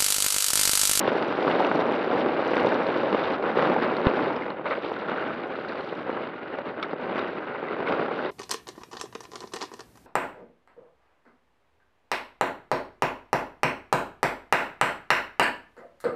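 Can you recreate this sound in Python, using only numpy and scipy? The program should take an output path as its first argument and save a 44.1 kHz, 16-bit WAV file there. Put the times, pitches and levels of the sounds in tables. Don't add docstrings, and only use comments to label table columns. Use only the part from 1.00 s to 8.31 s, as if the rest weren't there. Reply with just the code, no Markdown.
import sys
import numpy as np
from scipy import signal
from scipy.fft import rfft, irfft, next_fast_len
from scipy.io import wavfile
from scipy.ndimage import map_coordinates

SR = 44100
rng = np.random.default_rng(int(sys.argv[2]) if len(sys.argv) > 2 else 0)


def to_wav(sig):
    pcm = np.clip(np.atleast_2d(sig), -1, 1) * 32767
    pcm = np.round(pcm).astype(np.int16)
    wavfile.write(sys.argv[1], SR, pcm.T)


N = 322371

# frequency in Hz, gain in dB.
GRIT_TONE = [(1000, -44.5), (1700, -3), (2800, -4), (4200, -10), (5900, -29), (7000, -41), (8500, -41.5),
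             (10000, -51), (13000, -57.5), (16000, -77.5)]
# time in seconds, level in dB before the shared knock gain, hardness from 0 to 1.
OBSTACLES = [(0.077, -7, 0.33), (0.117, -9.5, 0.3), (0.2245, -13.5, .7), (0.325, -14.5, 0.83),
             (0.4777, -7.5, 0.27), (0.602, -8, .3), (0.647, -9.5, 0.9), (0.7143, -7.5, 0.55),
             (1.261, -9, 0.06), (1.567, -9, 0.9), (1.6465, -7.5, 0), (1.6678, -8.5, 0.3), (2.127, -9, 0.5),
             (2.146, -8, 0.3), (2.4249, -16, 0.97), (2.572, -8.5, 0.2), (2.5871, -6.5, 0.25),
             (2.624, -9, 0.6), (2.6987, -11, 0.3), (2.718, -10, 0.55), (2.763, -8.5, 0.4),
             (3.136, -11.5, 0.5), (3.41, -17.5, .1), (3.4635, -18, 0.6), (3.778, -19.5, 0.1),
             (3.917, -13.5, 0.1), (4.117, -14, 0.5), (4.924, -20, 0), (5.0933, -15.5, 0.1),
             (5.586, -17.5, 0.4), (5.932, -14, 0.02), (6.18, -14.5, 1), (6.628, -18.5, 0.15),
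             (6.7657, -17, 0.3), (6.803, -15, 0.3), (6.884, -13.5, 0.8), (6.9224, -12, 1),
             (6.9955, -10.5, 0.27), (7.082, -16, .4), (7.1113, -17, 0.1)]
# frequency in Hz, gain in dB.
CRACK_TONE = [(400, -18.5), (1300, 9.5), (2600, -2.5), (4000, -15.5), (5500, -30.5), (7000, -43.5),
              (12000, -66)]

CRUISE_DB, CRUNCH_DB, GRIT_DB = -30, -35, -51.5


def amp(db):
    return 10 ** (np.asarray(db) / 20)


def unit(x):
    return x / np.sqrt(np.mean(x ** 2) + 1e-20)


def crest(x):
    return x / (np.abs(x).max() + 1e-20)


def add(track, s, sound):
    part = track[max(round(s * SR), 0):][:len(sound)]
    part += sound[:len(part)]


def wobble(rate):
    points = rng.standard_normal(int(N * rate / SR) + 4)
    return unit(map_coordinates(points, [np.arange(N) * rate / SR]))


def curves(rows):
    s, *columns = np.transpose(rows)
    return [np.interp(np.arange(N) / SR, s, column) for column in columns]


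def stretch(start, length, rise_s=0.012, fall_s=0.2):
    t = np.arange(N) / SR - start
    rise = np.clip(t / rise_s + .5, 0, 1)
    return rise * np.clip((length - t) / fall_s + .5, 0, 1)


def filtered(x, gain_db):
    m = 2 * next_fast_len(len(x) // 2 + 4096)
    gain = np.maximum(amp(gain_db(np.fft.rfftfreq(m, 1 / SR))), 1e-6)
    cepstrum = irfft(np.log(gain))
    cepstrum[1:m // 2] *= 2
    cepstrum[m // 2 + 1:] = 0
    return irfft(rfft(x, m) * np.exp(rfft(cepstrum)))[:len(x)]


def coloured(x, points):
    f, db = np.transpose(points)
    return filtered(x, lambda hz: np.interp(np.log(hz + 1), np.log(f), db))


def resonant(x, peaks):
    return filtered(x, lambda hz: sum(db / (1 + (2 * (hz - centre) / width) ** 2)
                                      for centre, width, db in peaks))


def scattered(rate, level_db, spread_db):
    count = int(rate * N / SR)
    when, weak = rng.random((count, 2)).T
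    at = ((np.arange(count) + when) / count * N).astype(int)
    return list(zip(at / SR, level_db[at] - spread_db * weak))


def contacts(rate, spread_db, t60):
    count = int(rate * N / SR)
    t = np.arange(SR // 100) / SR
    start = rng.integers(0, N, count)
    force = amp(-spread_db * rng.random(count))
    crackle = rng.standard_normal((count, len(t))) * amp(-60 * t / t60)
    crackle[:, 0] += 4.4 * rng.choice([-1, 1], count)
    index = start[:, None] + np.arange(len(t))
    return unit(np.bincount(index.ravel(), (force[:, None] * crackle).ravel(), N)[:N])


def pings(rate, centre_hz, spread_db, t60):
    count = int(rate * N / SR)
    t = np.arange(SR // 50) / SR
    when, pitch, force = rng.random((count, 3)).T
    hz = centre_hz * 2 ** (1.6 * (pitch[:, None] - .5))
    grains = amp(-spread_db * force[:, None]) * np.sin(2 * np.pi * hz * t) * amp(-60 * t / t60)
    index = (when[:, None] * N).astype(int) + np.arange(len(t))
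    return unit(np.bincount(index.ravel(), grains.ravel(), N)[:N])


def rolling(spectrum, stones, soil_db):
    return unit(coloured(stones + amp(soil_db) * rng.standard_normal(N), spectrum))


def tyres(rumble_db, crunch_db, grit_db):
    # frequency in Hz, gain in dB.
    boom_tone = [(25, -41), (60, -18), (120, -8.5), (180, 1), (260, -2.5), (450, -30), (1200, -90.5)]
    rumble_tone = [(18, -78), (30, -46.5), (233, -2), (350, -0.5), (495, -1.5), (639, -2), (700, -2.5),
                   (778, -4), (1100, -10.5), (1430, -23), (2420, -120)]
    crunch_tone = [(470, -33.5), (800, -11), (1470, -2.5), (1750, -5), (2820, -18.5), (3400, -26),
                   (4420, -39.5), (7480, -120)]
    # centre in Hz, width in Hz, gain in dB.
    hollow_tone = [(890, 320, -1), (1436, 280, 1), (5330, 420, -5)]
    hollow_s = 3.65
    judder_db, judder_blurs = 1.47, 0.088
    crunch_judder = 1.3
    boom_level_db, boom_grows = -47, 0.55

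    spurts_db = 1.2 * wobble(24)
    judder = np.tanh(unit(wobble(42) + 0.7 * wobble(110)))
    above_cruise_db = rumble_db - CRUISE_DB
    load_db = judder_db * np.exp(-judder_blurs * above_cruise_db) * judder

    stones = contacts(rate=420, spread_db=14, t60=0.006)
    gravel = contacts(rate=520, spread_db=20, t60=0.004)
    sand = pings(rate=420, centre_hz=5200, spread_db=26.5, t60=0.0036)
    pebbles = pings(rate=220, centre_hz=1785, spread_db=14, t60=0.009)
    crushed = unit(stones + 0.95 * gravel + 0.48 * pebbles)
    flung = unit(0.73 * sand + gravel + 0.45 * stones)

    boom_gain = amp(boom_level_db + boom_grows * above_cruise_db + load_db)
    boom = boom_gain * rolling(boom_tone, stones, soil_db=0.5)
    rumble = amp(rumble_db + load_db) * rolling(rumble_tone, stones, soil_db=1.0)
    crunch_gain = amp(crunch_db + crunch_judder * load_db)
    crunch = crunch_gain * rolling(crunch_tone, crushed, soil_db=2.5)
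    grit_gain = amp(grit_db + spurts_db + crunch_judder * load_db)
    grit = grit_gain * rolling(GRIT_TONE, flung, soil_db=0.5)
    roll = boom + rumble + crunch + grit
    return roll + stretch(hollow_s, N / SR) * (resonant(roll, hollow_tone) - roll)


def ground():
    # time in seconds, rumble level on plain dirt in dB.
    pace = [(0, -28), (2.3, -26.5), (2.9, -28.5), (3.3, -27.5), (3.52, -35.5), (4.3, -33.5), (4.8, -35),
            (5.4, -37.5), (5.78, -35.5), (6.05, -32), (6.42, -35.5), (7.0, -30.5), (7.31, -32.5)]
    # start in seconds, length in seconds, extra rumble in dB,
    # extra crunch and grit in dB.
    patches = [(0.0, 0.15, 3.5, 2.5), (0.462, 0.25, 3, 3), (0.742, 0.2, 2.5, .5), (1.1, 0.14, 3, 1.5),
               (1.537, 0.18, 2, 4), (2.556, 0.21, 4.5, 5), (2.819, 0.11, 2, 4), (3.048, 0.071, 2, 5),
               (3.168, 0.04, 3.5, 2.5), (3.53, 0.025, 5.5, 1), (4.078, 0.22, 2, 4), (5.074, 0.23, 3, 2.5),
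               (6.155, 0.11, 3.5, 8), (6.863, 0.12, 5, 6)]
    # start in seconds, length in seconds,
    # extra grit in dB.
    loose_sand = [(0.007, 0.82, 3.5), (0.907, 1.43, 2.5), (3.47, 0.13, -5.5), (3.658, 0.35, 6),
                  (4.553, 0.45, 5), (7.152, 0.22, 3.5)]
    # landing in seconds, time spent light in seconds,
    # rumble drop in dB.
    crests = [(1.11, 0.096, 1.5), (2.424, 0.065, 4.5), (3.640, 0.083, 3.5), (5.79, 0.065, 2.5),
              (5.997, 0.1, 3.5)]
    unload_s, land_s = 0.055, .012
    dip_s, dip_db, dip_edge_s = .018, 1, 0.0036
    crunch_grows, grit_grows = 0.8, 0.94
    crunch_light, grit_light = 1.25, 0.26

    pace_db = curves(pace)[0] - CRUISE_DB
    drop_db = sum(db * stretch(landing - length, length, unload_s, land_s)
                  for landing, length, db in crests)
    dips = sum(stretch(s - dip_s, dip_s, dip_edge_s, dip_edge_s) for s, _, _ in OBSTACLES)
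    drop_db = drop_db + dip_db * dips
    shake_db = -drop_db
    crush_db = -crunch_light * drop_db
    for s, length, rumble_db, crunch_db in patches:
        stony = stretch(s, length)
        shake_db = shake_db + rumble_db * stony
        crush_db = crush_db + crunch_db * stony
    sand_db = sum(db * stretch(s, length) for s, length, db in loose_sand)
    return (CRUISE_DB + pace_db + shake_db,
            CRUNCH_DB + crunch_grows * pace_db + crush_db,
            GRIT_DB + grit_grows * pace_db + crush_db + sand_db - grit_light * drop_db)


def blow(spectrum, t60, rattle):
    t = np.arange(SR // 12) / SR
    force = rattle * rng.standard_normal(len(t)) * amp(-60 * t / t60)
    force[0] += 1
    return crest(coloured(force, spectrum))


def knocks(rumble_db):
    # frequency in Hz, gain in dB.
    knock_tone = [(60, -34), (150, -11.5), (300, -2), (550, 2.5), (1000, 3), (1600, -11), (2800, -30),
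                  (4500, -38), (6500, -56), (12000, -85)]
    thud_tone = [(50, -48), (150, -7.5), (280, -2), (500, 4), (900, -9), (5000, -86)]
    knock_db = -3
    thud_db, crack_db = -1.5, -3
    out = np.zeros(N)
    bumps = scattered(5.6, rumble_db + 7.5, 8)
    lesser = [(s, db, 0.75) for s, db in bumps]
    for s, db, hardness in list(OBSTACLES) + lesser:
        pitch = [2 ** (.45 * (rng.random() - .5)), 1]
        knock = blow(np.multiply(knock_tone, pitch), t60=0.016, rattle=0.13)
        thud = (1 - hardness) * amp(thud_db) * blow(thud_tone, t60=0.026, rattle=0.4)
        crack = blow(np.multiply(CRACK_TONE, pitch), t60=0.021, rattle=0.25)
        hit = crest(knock + thud) + hardness * amp(crack_db) * crack
        add(out, s + 0.00051, amp(db + knock_db) * hit)
    return out


def scuffs():
    # start in seconds, length in seconds,
    # level in dB before it sags.
    bites = [(3.654, .026, -25), (3.706, .032, -23.5)]
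    # frequency in Hz, gain in dB.
    scuff_tone = [(200, -23.5), (540, 6), (900, 0), (1300, 4.5), (2250, -1.5), (2900, -17.5), (4000, -20.5),
                  (6000, -58), (12000, -84)]
    rise_s, fall_s, sag_db_per_s = .003, .005, 132
    bite = np.zeros(N)
    for s, length, db in bites:
        t = np.maximum(np.arange(N) / SR - s, 0)
        rise = np.minimum(t / rise_s, 1)
        fall = np.exp(-np.maximum(t - length, 0) / fall_s)
        bite += amp(db - sag_db_per_s * t) * rise * fall
    gravel = contacts(rate=2000, spread_db=2, t60=.006)
    return bite * rolling(scuff_tone, gravel, soil_db=0)


def jolt(width=0.00046):
    jolt_s, push_db, crack_db = 3.0695, -2.8, -7.5
    out, u = np.zeros(N), np.arange(SR // 50) / SR / width
    push = coloured(u ** 2 * np.exp(-2 * u), [(3500, -7), (6500, -44)])
    crack_tone = [(500, -1.0), (2400, 0.0), (3800, -12.5), (5000, -42), (8000, -70)]
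    crack = blow(crack_tone, t60=0.007, rattle=0.08)
    add(out, jolt_s, amp(push_db) * crest(push))
    add(out, jolt_s - .0004, amp(crack_db) * crack)
    return out


def strike():
    # pitch in Hz, relative level in dB,
    # time to fall by 60 dB in seconds.
    tube = [(1280, 1, 0.036), (2230, -2, .03), (3500, -10, .026), (5300, -15, .014)]
    strike_s, strike_db = 5.8277, -17
    rebound_s, rebound_db = 0.0063, -9
    out, t = np.zeros(N), np.arange(SR // 12) / SR
    modes = sum(amp(db - 60 * t / t60) * np.sin(2 * np.pi * hz * t) for hz, db, t60 in tube)
    ring = crest(modes * (1 - np.exp(-t / 0.0003)))
    for s, db in [(strike_s, strike_db), (strike_s + rebound_s, strike_db + rebound_db)]:
        add(out, s, amp(db) * crest(ring + 0.5 * blow(GRIT_TONE, t60=0.018, rattle=0.7)))
    return out


def ticks(rows, ring_t60, crack_t60, crack, gain_db):
    out, t = np.zeros(N), np.arange(SR // 20) / SR
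    for s, db, hz in rows:
        ring = np.sin(2 * np.pi * hz * t) * amp(-60 * t / ring_t60) * (1 - np.exp(-t / 0.00033))
        noise = rng.standard_normal(len(t)) * amp(-60 * t / crack_t60)
        burst = crest(coloured(noise, GRIT_TONE))
        add(out, s + 0.00067, amp(db + gain_db) * crest(ring + crack * burst))
    return out


def clicks(grit_db):
    # time in seconds, level in dB before
    # the shared click gain, pitch in Hz.
    parts = [(0.5122, -18, 2830), (1.867, -20, 4100), (2.2365, -21, 3700), (2.9672, -20, 4200),
             (3.3635, -29, 5100), (3.5026, -21.5, 4200), (4.6875, -25, 4100), (4.8078, -26, 4100),
             (6.1925, -21, 3800)]
    middle_hz, octaves = 3040, 0.86
    lesser = [(s, db, middle_hz * 2 ** (octaves * (rng.random() - .5)))
              for s, db in scattered(5, grit_db + 19.5, 7)]
    return ticks(parts + lesser, ring_t60=0.01, crack_t60=0.007, crack=0.9, gain_db=-7.5)


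def snaps():
    # time in seconds, peak level in dB, pitch in Hz.
    debris = [(3.4212, -24, 2100), (4.648, -22, 1400), (4.721, -19.5, 1540), (6.685, -24.5, 2000),
              (6.874, -20, 2150), (7.061, -22, 1410)]
    out, t = np.zeros(N), np.arange(SR // 12) / SR
    for s, db, hz in debris:
        ring = np.sin(2 * np.pi * hz * t) * amp(-60 * t / 0.024) * (1 - np.exp(-t / 0.0005))
        crack = blow(CRACK_TONE, t60=0.018, rattle=0.57)
        add(out, s, amp(db) * crest(1.9 * ring + crack))
    return out


def spatter(grit_db):
    # frequency in Hz, gain in dB.
    grain_tone = [(1500, -32.5), (4000, -4.5), (6000, -3.5), (7200, -14), (9000, -20.5), (11000, -31),
                  (15000, -55.5)]
    # start in seconds, length in seconds, extra spatter in dB.
    showers = [(0.03, 0.44, 5.5), (0.457, 0.47, 6), (1.45, 0.48, 5)]
    level_db, grows = -76, 0.98
    sand = contacts(rate=80, spread_db=22, t60=0.012)
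    shower_db = sum(db * stretch(s, length) for s, length, db in showers)
    gain = amp(level_db + grows * (grit_db - GRIT_DB) + shower_db)
    return gain * unit(coloured(sand, grain_tone))


def hiss():
    return amp(-91.0) * rng.standard_normal(N)


def scene():
    rumble_db, crunch_db, grit_db = ground()
    hits = knocks(rumble_db) + clicks(grit_db) + spatter(grit_db) + snaps() + strike() + jolt()
    return (tyres(rumble_db, crunch_db, grit_db) + scuffs() + hits + hiss())[None]


def record(dry):
    # centre in Hz, width in Hz, gain in dB.
    case = [(488, 270, 2.5), (699, 20, -12), (1748, 385, -4.5), (2840, 150, 2.5), (3710, 130, 4),
            (4830, 210, 5), (5730, 160, 3), (6500, 370, -20), (7500, 320, -9)]
    top_hz, fade_s = 15700, .01
    fade = np.minimum(np.arange(N)[::-1] / (fade_s * SR), 1)
    boxed = resonant(dry[0], case) * fade
    low_pass = signal.ellip(12, .1, 80, top_hz, fs=SR, output="sos")
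    return signal.sosfilt(low_pass, boxed)[None]


dry = scene()
out = record(dry)
to_wav(out)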